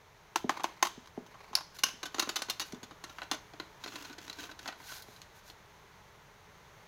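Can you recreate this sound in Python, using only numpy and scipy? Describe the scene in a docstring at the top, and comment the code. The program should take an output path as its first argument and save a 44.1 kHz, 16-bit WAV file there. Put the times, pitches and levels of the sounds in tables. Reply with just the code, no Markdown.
"""Snapping open a cassette case

A cassette case is put down on a hollow plastic stool in a small room and snapped open with one hand.
The open case clatters, soft bumps ring the stool, and the cassette ticks and slides out of its card sleeve.
Hits are short bursts of noise that ring each body's resonances; rubbing is grainy noise in smooth strokes.
Room reflections follow the hits, and a slowly swelling rumble and hiss of room air lies under it all."""
import sys
import numpy as np
from scipy import signal
from scipy.fft import rfft, irfft, next_fast_len
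from scipy.io import wavfile

SR = 44100
rng = np.random.default_rng(int(sys.argv[2]) if len(sys.argv) > 2 else 0)


def dump_mix(stems):
    """Bounce the given channels to the path in sys.argv[1] as a 16-bit WAV at rate SR."""
    frames = np.atleast_2d(stems).T  # one column per channel
    limited = np.clip(frames, -1, 1)  # hard clip at full scale
    pcm = np.round(limited * 32767).astype(np.int16)
    wavfile.write(sys.argv[1], SR, pcm)


N = 302967

# All dB values in the tables are relative: each source also has its own overall gain.
# Room air: spectra of its rumble and its hiss (frequency [Hz], density [dB per Hz])
AIR_RUMBLE_SPECTRUM = [(12, -25), (20, -6), (60, -3.5), (87, -2), (164, -3), (209, -8.5), (252, -15),
                       (381, -10), (415, -4), (510, -11.5), (594, -7.5), (718, -10.5), (912, -5),
                       (1030, -7), (1200, -11.5), (1560, -17), (2640, -120)]
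AIR_HISS_SPECTRUM = [(710, -40), (1200, -4.5), (1500, -2), (2100, -2), (2700, -8), (3500, -8), (4200, -9.5),
                     (5000, -14), (6400, -8.5), (7200, -15), (8500, -20.5), (11500, -22), (15500, -21.5),
                     (16000, -33)]
# Slow swell of the room air (time [s], level [dB])
AIR_SWELL = [(0, 2), (.35, 3), (1, 3), (3.6, 5.5), (6.4, 4), (6.87, 5.5)]
RUMBLE_DB, HISS_DB = -64, -66.5  # rms before the swell

# How long the room rings (frequency [Hz], time to fall by 60 dB [s])
ROOM_DECAY = [(200, 0.58), (1000, 0.23), (3000, 0.68), (6000, 0.46), (14000, 0.14)]
# Edges of the five registers that hits and reflections are split into (frequency [Hz])
REGISTER_EDGES_HZ = [180, 600, 1600, 3300, 7400, 16000]

# Rubbing strokes (start [s], length [s], level at the top of the stroke [dB])
# the case shifts on the seat
SEAT_RUBS = [(0.49, 0.14, -46), (0.64, 0.19, -53.5), (0.86, 0.22, -66), (1.13, 0.086, -56),
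             (1.26, .28, -56.5)]
# the card brushes the open lid (same columns)
LID_RUBS = [(2.11, 0.26, -48.5), (2.29, 0.53, -57.5), (3.02, 0.26, -57)]
# the lid's edge slides on the case (same columns)
LID_EDGE_SLIDES = [(1.73, 0.1, -57), (2.62, 0.11, -58)]
# the cassette is worked along its sleeve (same columns)
SLEEVE_RUBS = [(3.79, 0.36, -49.5), (4.19, 0.12, -53.5), (4.33, 0.2, -49.5), (4.59, 0.13, -53)]
# the cassette slides free and grazes the card (same columns)
SLEEVE_SLIDES = [(4.75, 0.17, -60.5), (4.82, 0.23, -49), (4.98, 0.29, -62), (5.33, 0.093, -62.5),
                 (5.42, 0.13, -60)]
# Spectra of the rubbing on the seat, of the card, and of the sliding (frequency [Hz], density [dB per Hz])
SEAT_SPECTRUM = [(240, -44), (400, -13), (526, -14.5), (1070, -7), (1430, -19), (2250, -12), (3450, -32),
                 (3950, -18.5), (8960, -35), (15000, -40)]
CARD_SPECTRUM = [(150, -29), (280, 7.5), (480, -7.5), (800, -5.5), (1150, -2), (1550, -0.5), (2100, -5),
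                 (2700, -1), (4050, -6), (5200, -6.5), (6600, -2.5), (8500, -15.5), (12000, -16),
                 (15800, -17)]
SLIDE_SPECTRUM = [(350, -53), (600, -22), (737, -10), (1160, -16), (1310, -21), (1530, -0.5), (1700, -13.5),
                  (3120, -14), (4160, -9), (5260, -13), (6550, -9.5), (8050, -18), (14900, -18.5),
                  (16000, -30)]

# Soft bumps of hand and case on the stool (time [s], peak level [dB], push time [s])
THUMPS = [(0.4434, -25.5, 0.00086), (0.976, -40.5, 0.0013), (1.1766, -29.5, 0.00043), (1.51, -51, 0.0015),
          (1.936, -50, 0.0026), (2.732, -33.5, 0.0012), (2.831, -42.5, 0.00079), (3.315, -38.5, 0.0012),
          (5.085, -44, 0.00012)]

# Contacts (time [s], chatter time [s], level [dB], brightness [dB per octave], time to first rebound [s])
# Only rebound times above 5 ms give a rebound.
# the closed case on the seat
KNOCKS = [(0.3583, 0.0041, -25.5, 0.8, 0), (0.4937, 0.0035, -27, -1, 0), (0.5048, .0054, -43, -2, 0.0085),
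          (0.572, 0.0028, -49.5, -2.5, 0.014), (0.596, .008, -45, -2.5, 0),
          (0.6045, 0.0044, -45, -2.5, 0.013), (0.635, 0.0067, -44, 7, 0), (0.6415, .0035, -29, -.8, 0.001),
          (0.826, 0.0059, -20, 2.3, .024), (1.058, 0.0051, -57, 2.5, 0.012), (1.073, .0039, -54, 2.5, 0),
          (1.263, 0.012, -56, 2.5, 0.0094), (1.3424, 0.016, -56, -2, 0.011), (1.53, .015, -46, -1.5, 0.001),
          (1.6075, 0.0036, -45.5, 0.5, 0)]
# the lid slips past its catches (same columns)
SNAPS = [(1.5521, 0.0033, -24, 1, 0.018)]
# the lid flies open against its stop and rattles (same columns)
LID_STOPS = [(1.8345, 0.0072, -25.5, 0, 0.028)]
# the open case and its loose lid (same columns)
CLATTER = [(1.787, .011, -47.5, 2.5, 0), (2.0303, 0.0087, -38.5, -1, 0.0032),
           (2.055, 0.014, -41.5, 0, 0.0013), (2.1446, 0.0072, -40.5, -2, 0.015),
           (2.183, 0.0085, -39.5, -4, 0.0087), (2.195, 0.008, -28.5, 2, 0.00097),
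           (2.2235, 0.0098, -35.5, -1.5, 0), (2.2735, 0.003, -51.5, -8, 0.00072),
           (2.2913, 0.0091, -34.5, 0, 0.0049), (2.358, 0.0094, -35.5, 2.3, 0),
           (2.365, 0.0069, -35.5, 1.3, 0), (2.389, 0.0078, -46, -2, 0.015), (2.4196, 0.0069, -36.5, 0.5, 0),
           (2.485, .015, -47, -4, 0.0012), (2.498, .0099, -34.5, 3, 0), (2.5968, 0.013, -36, 2, 0.0026),
           (2.6125, 0.017, -40, 1, 0.00059), (2.7223, 0.0054, -50.5, 1.5, 0),
           (2.745, .0067, -55, -1.5, 0.0041), (2.8301, 0.017, -48, 0.5, 0),
           (2.909, 0.01, -54, -4.5, 0.0058), (3.0388, .0096, -43.5, -1.3, 0.0012),
           (3.095, 0.012, -51.5, -1.5, 0), (3.3135, 0.0077, -31, -0.5, 0.017)]
# Cassette contacts (time [s], chatter time [s], level [dB], brightness [dB per octave])
# its edges tick as it shifts in its sleeve
EDGE_TICKS = [(3.231, 0.0078, -50.5, -1), (3.535, 0.0076, -54.5, -3.5), (3.5988, 0.0061, -41, -2),
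              (3.838, 0.01, -43, 1), (3.8602, 0.0042, -47, -3), (3.876, 0.011, -46, 0),
              (3.939, 0.0054, -56, -4), (3.9564, 0.008, -43, -0.7), (4.047, 0.011, -48.5, 0),
              (4.095, 0.028, -54, -3.5), (4.1275, .011, -52.5, 0.5), (4.1843, 0.0078, -50, 0),
              (4.279, 0.0033, -49.5, -0.5), (4.2973, 0.0058, -43.5, 2.2), (4.3287, 0.0057, -51.5, 3.5),
              (4.385, 0.026, -47.5, -1.5), (4.437, 0.01, -46.5, 0), (4.513, 0.011, -50, -.5),
              (4.5912, .0068, -49, 1), (4.6765, 0.0081, -41, 0.8), (5.0215, 0.01, -67.5, 14.5),
              (5.161, 0.011, -62.5, 5), (5.217, 0.0022, -54, 4), (5.499, 0.0053, -53, 1.5)]
# its flat side knocks and brings out its hollow tone (same columns)
FLAT_KNOCKS = [(3.1842, .006, -42, 0.5), (3.2181, 0.0032, -39, 1), (4.492, .0069, -53, -4),
               (4.6575, 0.0077, -42, 1), (4.685, 0.006, -38.5, 1), (4.724, 0.0055, -47.5, 1.5),
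               (4.8, 0.009, -53.5, -3), (4.919, .009, -47, -1)]

# Resonances of each body (frequency [Hz], width [Hz], strength [dB])
STOOL_MODES = [(180.5, 34, 1), (247, 34, 6), (402, 66, 4), (530, 86, -5), (673, 260, -1.5), (990, 51, -4),
               (1830, 580, -13)]
CLOSED_CASE_MODES = [(338, 53, 14), (888, 210, 9.5), (1045, 100, 13.5), (1470, 78, -5), (3140, 170, 3.5),
                     (3710, 390, 0), (6260, 93, 9), (11100, 840, 0)]
CATCH_MODES = [(1070, 140, 8.7), (1430, 210, 9.9), (4400, 310, 7.3), (5120, 840, 19), (6170, 300, 4.4),
               (10900, 1500, 16)]
LID_MODES = [(1100, 97, 4.3), (1510, 270, 4.6), (2940, 280, 8.6), (3500, 140, 4), (4230, 260, 5),
             (5360, 870, 9.5), (6300, 210, 8.8), (10640, 1400, 6.1)]
OPEN_CASE_MODES = [(316, 57, 22.5), (1035, 240, 5.7), (1431, 31, 10.4), (2900, 39, 8.3), (3670, 85, 12.6),
                   (4200, 420, 2.7), (6370, 240, 8.4), (6760, 53, 2.4), (10900, 1800, 3.4)]
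CASSETTE_MODES = [(308, 40, 15.7), (699, 16, 5.3), (966, 94, 3), (1476, 65, 13.5), (1980, 21, 3.4),
                  (3360, 88, 4.4), (4025, 200, 13.4), (6330, 100, 6.1), (11300, 970, 5.8)]
# Colour shared by all contacts of one kind: one level per register, low to high (level [dB])
CLOSED_CASE_COLOUR = [-12.5, 1, -9, -7, -21.5]
CATCH_COLOUR = [-49, -14, -17, 1, -12]
LID_COLOUR = [-19, -8.5, -3, 0.5, -9]
OPEN_CASE_COLOUR = [-13.5, -3.5, -5.5, 0.5, -13.5]
EDGE_TICK_COLOUR = [-7, -3.5, -2.5, 0.5, -18.5]
FLAT_KNOCK_COLOUR = [-16.5, 0, -6.5, -12.5, -30]

HIT_SIZE, ATTACK_SIZE = int(.09 * SR), int(.012 * SR)  # samples in a hit, and in the start that sets its level
TILT_PIVOT_HZ = 2300  # brightness leaves the level here unchanged
# the second rebound comes sooner and weaker than the first
REBOUND_GAP_SHARE, REBOUND_FADE_DB = .8, -2.5
REBOUND_SMEAR_S = 0.0046  # extra chatter time of the first rebound
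MIC_DIP_HZ, MIC_DIP_WIDTH_HZ, MIC_DIP_DEPTH = 7880, 3060, 0.4  # depth: 0 is none, 1 is full
CUTOFF_HZ = 15900


def from_db(db):
    """Turn decibels into gain."""
    return 10 ** (np.asarray(db) / 20)


def rms(x):
    """Root mean square, a sound's average strength."""
    return np.sqrt(np.mean(x ** 2) + 1e-20)


def at_hz(points, hz):
    """Read a table between its points, with frequency spaced as in pitch."""
    table_hz, value = np.transpose(points)
    return np.interp(np.log(np.maximum(hz, 1)), np.log(table_hz), value)


def gain_curve(rows):
    """A level curve as gain, fading to silence just outside its span."""
    s, db = np.transpose(rows)
    times = np.r_[s[0] - .04, s, s[-1] + .04]
    levels = np.r_[-120, db, -120]
    return from_db(np.interp(np.arange(N) / SR, times, levels))


def band(x, low, high):
    """Keep only the sound between two frequencies."""
    return signal.sosfilt(signal.butter(3, [low, high], "band", fs=SR, output="sos"), x)


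def resonate(x, hz, width_hz):
    """One resonance with gain 1 at its top; a narrower one rings longer."""
    r = np.exp(-np.pi * width_hz / SR)
    feed = np.array([1, 0, -1]) * (1 - r * r) / 2
    feedback = [1, -2 * r * np.cos(2 * np.pi * hz / SR), r * r]
    return signal.lfilter(feed, feedback, x)


def colour(x, spectrum):
    """Shape a steady sound by a spectrum and bring its rms to 1."""
    size = next_fast_len(N)
    gain = from_db(at_hz(spectrum, np.fft.rfftfreq(size, 1 / SR)))
    shaped = irfft(rfft(x, size) * gain, size)[:N]
    return shaped / rms(shaped)


def room_air():
    """Room air is random noise: a low rumble and a brighter hiss that swell slowly together."""
    rumble = from_db(RUMBLE_DB) * colour(rng.standard_normal(N), AIR_RUMBLE_SPECTRUM)
    hiss = from_db(HISS_DB) * colour(rng.standard_normal(N), AIR_HISS_SPECTRUM)
    return (rumble + hiss) * gain_curve(AIR_SWELL)


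def room(x, modes, wet_db, build_s):
    """Add diffuse reflections, which return in the body's mean colour and die away band by band."""
    white = rng.standard_normal(N)
    field = white + sum(from_db(db) * resonate(white, hz, width) for hz, width, db in modes)
    out, build = x, np.exp(-1 / (build_s * SR))
    for low, high in zip(REGISTER_EDGES_HZ, REGISTER_EDGES_HZ[1:]):
        t60 = at_hz(ROOM_DECAY, np.sqrt(low * high))
        keep = from_db(-60 / (SR * t60)) ** 2  # share of energy left after one sample
        power = band(x + 1e-12 * white, low, high) ** 2
        energy = signal.lfilter([(1 - keep) * (1 - build)], [1, -keep - build, keep * build], power)
        diffuse = band(field, low, high)
        out = out + from_db(wet_db) * np.sqrt(np.abs(energy)) * diffuse / rms(diffuse)
    return out


def near_echoes(x, wet_db, t60, dull_hz):
    """Shelves and walls nearby return the hits as a dense, dulled, dying spray of echoes."""
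    t = np.arange(SR // 3) / SR
    build = np.minimum(t / 0.0039, 1)
    echoes = rng.standard_normal(len(t)) * from_db(-60 * t / t60) * build
    echoes = signal.sosfilt(signal.butter(1, dull_hz, fs=SR, output="sos"), echoes)
    echoes = echoes / np.sqrt(np.sum(echoes ** 2))
    return from_db(wet_db) * signal.fftconvolve(x, echoes)[:N]


def strokes(table, swell):
    """A stroke speeds up and slows down again, so its level is one arch; a higher swell narrows it."""
    t = np.arange(N) / SR
    level = np.zeros(N)
    for s, length_s, db in table:
        progress = np.clip((t - s) / length_s, 0, 1)
        level += from_db(db) * np.abs(np.sin(np.pi * progress)) ** swell
    return level


def rubbing(table, spectrum, swell, catches_per_s, rough_db):
    """Surfaces catch and slip at uneven moments, so their hiss comes in small grains of uneven size."""
    grain = np.cumsum(rng.random(N) < catches_per_s / SR)  # each catch starts a new grain
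    size = from_db(rough_db * np.clip(rng.standard_normal(N), -2, 2))[grain]
    return colour(size * rng.standard_normal(N), spectrum) * strokes(table, swell)


def case_rubbing():
    """The case rubs the seat, the card brushes the lid, and the lid's edge slides on the case."""
    seat = from_db(-3.0) * rubbing(SEAT_RUBS, SEAT_SPECTRUM, swell=0.46, catches_per_s=200, rough_db=5.5)
    lid = from_db(-6.0) * rubbing(LID_RUBS, CARD_SPECTRUM, swell=0.64, catches_per_s=100, rough_db=-3.0)
    edge = from_db(1.5) * rubbing(LID_EDGE_SLIDES, SLIDE_SPECTRUM, swell=0.94, catches_per_s=280, rough_db=4.0)
    return seat + lid + edge


def sleeve_rubbing():
    """The cassette rubs along its card sleeve, then slides free in strokes with narrower arches."""
    worked = rubbing(SLEEVE_RUBS, CARD_SPECTRUM, swell=0.95, catches_per_s=400, rough_db=3.5)
    free = from_db(2.3) * rubbing(SLEEVE_SLIDES, SLIDE_SPECTRUM, swell=1.7, catches_per_s=440, rough_db=1.5)
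    return worked + free


def stool_thumps():
    """A soft push rings the hollow seat; a longer push favours its lower modes."""
    out, t = np.zeros(N), np.arange(HIT_SIZE) / SR
    for s, db, push_s in THUMPS:
        push = t * np.exp(-2 * t / push_s)
        thump = np.zeros(HIT_SIZE)
        for k, (hz, width, mode_db) in enumerate(STOOL_MODES):
            thump += (-1) ** k * from_db(mode_db) * resonate(push, hz, width)
        start = int(s * SR)
        out[start:start + HIT_SIZE] += from_db(db) * thump / np.abs(thump).max()
    return from_db(1.5) * out


def contacts(table, modes, colour_db, rise_s, tail_db, tail_s, detune):
    """Each contact is a brief chatter that rings the body; the grip shifts its resonances a little."""
    out, t = np.zeros(N + HIT_SIZE), np.arange(HIT_SIZE) / SR
    rows = np.array(table)
    times, chatter_s, level_db, bright_db = rows.T
    chance = rng.standard_normal((len(rows), 3, HIT_SIZE))
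    rise = 1 - np.exp(-t / rise_s)
    force = np.tanh(2 * chance[:, 0]) * rise * np.exp(-(t / chatter_s[:, None]) ** 2)
    # the body's many weak modes merge into a pitchless tail
    body = force + from_db(tail_db) * chance[:, 1] * rise * np.exp(-t / tail_s)
    for hit, push, grip in zip(body, force, np.tanh(chance[:, 2])):
        shifts_and_strengths = grip[:2 * len(modes)].reshape(-1, 2)
        for (hz, width, db), (shift, strength) in zip(modes, shifts_and_strengths):
            hit += from_db(db) * (1 + .5 * strength) * resonate(push, hz * (1 + detune * shift), width)
    # set each register's level by the body's colour and the contact's brightness
    hits = 0
    for k, (low, high) in enumerate(zip(REGISTER_EDGES_HZ, REGISTER_EDGES_HZ[1:])):
        register = band(body, low, high)
        attack_level = register[:, :ATTACK_SIZE].std(axis=1)
        octaves = np.log2(np.sqrt(low * high) / TILT_PIVOT_HZ)
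        gain = from_db(level_db + colour_db[k] + bright_db * octaves) / attack_level
        hits = hits + (-1) ** k * register * gain[:, None]
    for s, hit in zip(times, hits):
        start = int(s * SR)
        out[start:start + HIT_SIZE] += hit
    return out[:N]


def rebounds(table, loss_db, duller_db):
    """A loose part falls back twice, weaker and duller; adds these contacts and drops the rebound column."""
    rows = [row[:4] for row in table]
    for s, chatter_s, db, bright, gap_s in table:
        if gap_s > .005:
            first_db, dulled = db + loss_db, bright + duller_db
            second_s = s + gap_s * (1 + REBOUND_GAP_SHARE)
            rows.append((s + gap_s, chatter_s + REBOUND_SMEAR_S, first_db, dulled))
            rows.append((second_s, chatter_s, first_db + REBOUND_FADE_DB, dulled))
    return rows


def faint_contacts(from_s, to_s, chatter_s, level_db, spread_db, bright_db, count):
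    """A loose part makes small contacts at uneven moments; gives rows like the cassette contacts."""
    chance = rng.random((count, 2))
    moments = from_s + (to_s - from_s) * (np.arange(count) + chance[:, 0]) / count
    levels = level_db + spread_db * (2 * chance[:, 1] - 1)
    return [(s, chatter_s, db, bright_db) for s, db in zip(moments, levels)]


def cassette_ticks():
    """The cassette's edges tick and faintly rattle; knocks of its flat side bring out a hollow tone."""
    rattle = faint_contacts(3.5, 5.0, chatter_s=.004, level_db=-62.5, spread_db=11, bright_db=-2.0, count=10)
    edges = contacts(EDGE_TICKS + rattle, CASSETTE_MODES, EDGE_TICK_COLOUR,
                     rise_s=0.000077, tail_db=-9.5, tail_s=0.014, detune=0.038)
    flat = contacts(FLAT_KNOCKS, CASSETTE_MODES, FLAT_KNOCK_COLOUR,
                    rise_s=.0001, tail_db=-5, tail_s=0.013, detune=0.045)
    return from_db(-2.0) * edges + from_db(-1.5) * flat


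def closed_case_knocks():
    """The closed case knocks on the seat and rings its shell."""
    rows = rebounds(KNOCKS, loss_db=-13, duller_db=-0.1)
    return from_db(-1.5) * contacts(rows, CLOSED_CASE_MODES, CLOSED_CASE_COLOUR,
                                    rise_s=0.00012, tail_db=-8, tail_s=0.012, detune=0.023)


def open_case_clatter():
    """The open case and its loose lid clatter, with a long pitchless tail and widely varied resonances."""
    rows = rebounds(CLATTER, loss_db=-11, duller_db=-0.9)
    return from_db(-1.0) * contacts(rows, OPEN_CASE_MODES, OPEN_CASE_COLOUR,
                                    rise_s=0.000069, tail_db=-9, tail_s=0.018, detune=0.06)


def lid_swing():
    """The lid flies open, hits its stop and falls back twice."""
    rows = rebounds(LID_STOPS, loss_db=-19, duller_db=-2.5)
    return from_db(0.85) * contacts(rows, LID_MODES, LID_COLOUR,
                                    rise_s=0.0013, tail_db=-21, tail_s=0.0096, detune=0.015)


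def catch_snap():
    """The lid slips past its catches with a bright snap and two duller rebounds."""
    rows = rebounds(SNAPS, loss_db=-12, duller_db=-8.5)
    return from_db(-1.5) * contacts(rows, CATCH_MODES, CATCH_COLOUR,
                                    rise_s=0.0012, tail_db=-3.0, tail_s=0.0082, detune=0.013)


def scene():
    """Add the room air, the rubbing and the hits with their reflections."""
    thumps, ticks, knocks = stool_thumps(), cassette_ticks(), closed_case_knocks()
    clatter, swing, snaps = open_case_clatter(), lid_swing(), catch_snap()
    hits = (room(thumps, STOOL_MODES, wet_db=-18.0, build_s=0.0023)
            + room(ticks, CASSETTE_MODES, wet_db=-15.5, build_s=0.004)
            + room(knocks, CLOSED_CASE_MODES, wet_db=-15.5, build_s=0.0026)
            + room(clatter, OPEN_CASE_MODES, wet_db=-24, build_s=.003)
            + room(swing, LID_MODES, wet_db=-16, build_s=.006)
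            + room(snaps, CATCH_MODES, wet_db=-20.0, build_s=0.0063))
    # the open shell radiates freely; the closed case is muffled under the hand
    radiated = thumps + ticks + from_db(-7.0) * knocks + clatter + swing + from_db(-3.5) * snaps
    echoes = near_echoes(radiated, wet_db=-13.5, t60=0.26, dull_hz=6000)
    return (room_air() + case_rubbing() + sleeve_rubbing() + echoes + hits)[None]


def record(dry):
    """The microphone has a dip in the treble; the top is cut steeply."""
    heard = dry - MIC_DIP_DEPTH * resonate(dry, MIC_DIP_HZ, MIC_DIP_WIDTH_HZ)
    return signal.sosfilt(signal.ellip(10, .1, 80, CUTOFF_HZ, fs=SR, output="sos"), heard)


dry = scene()
out = record(dry)
dump_mix(out)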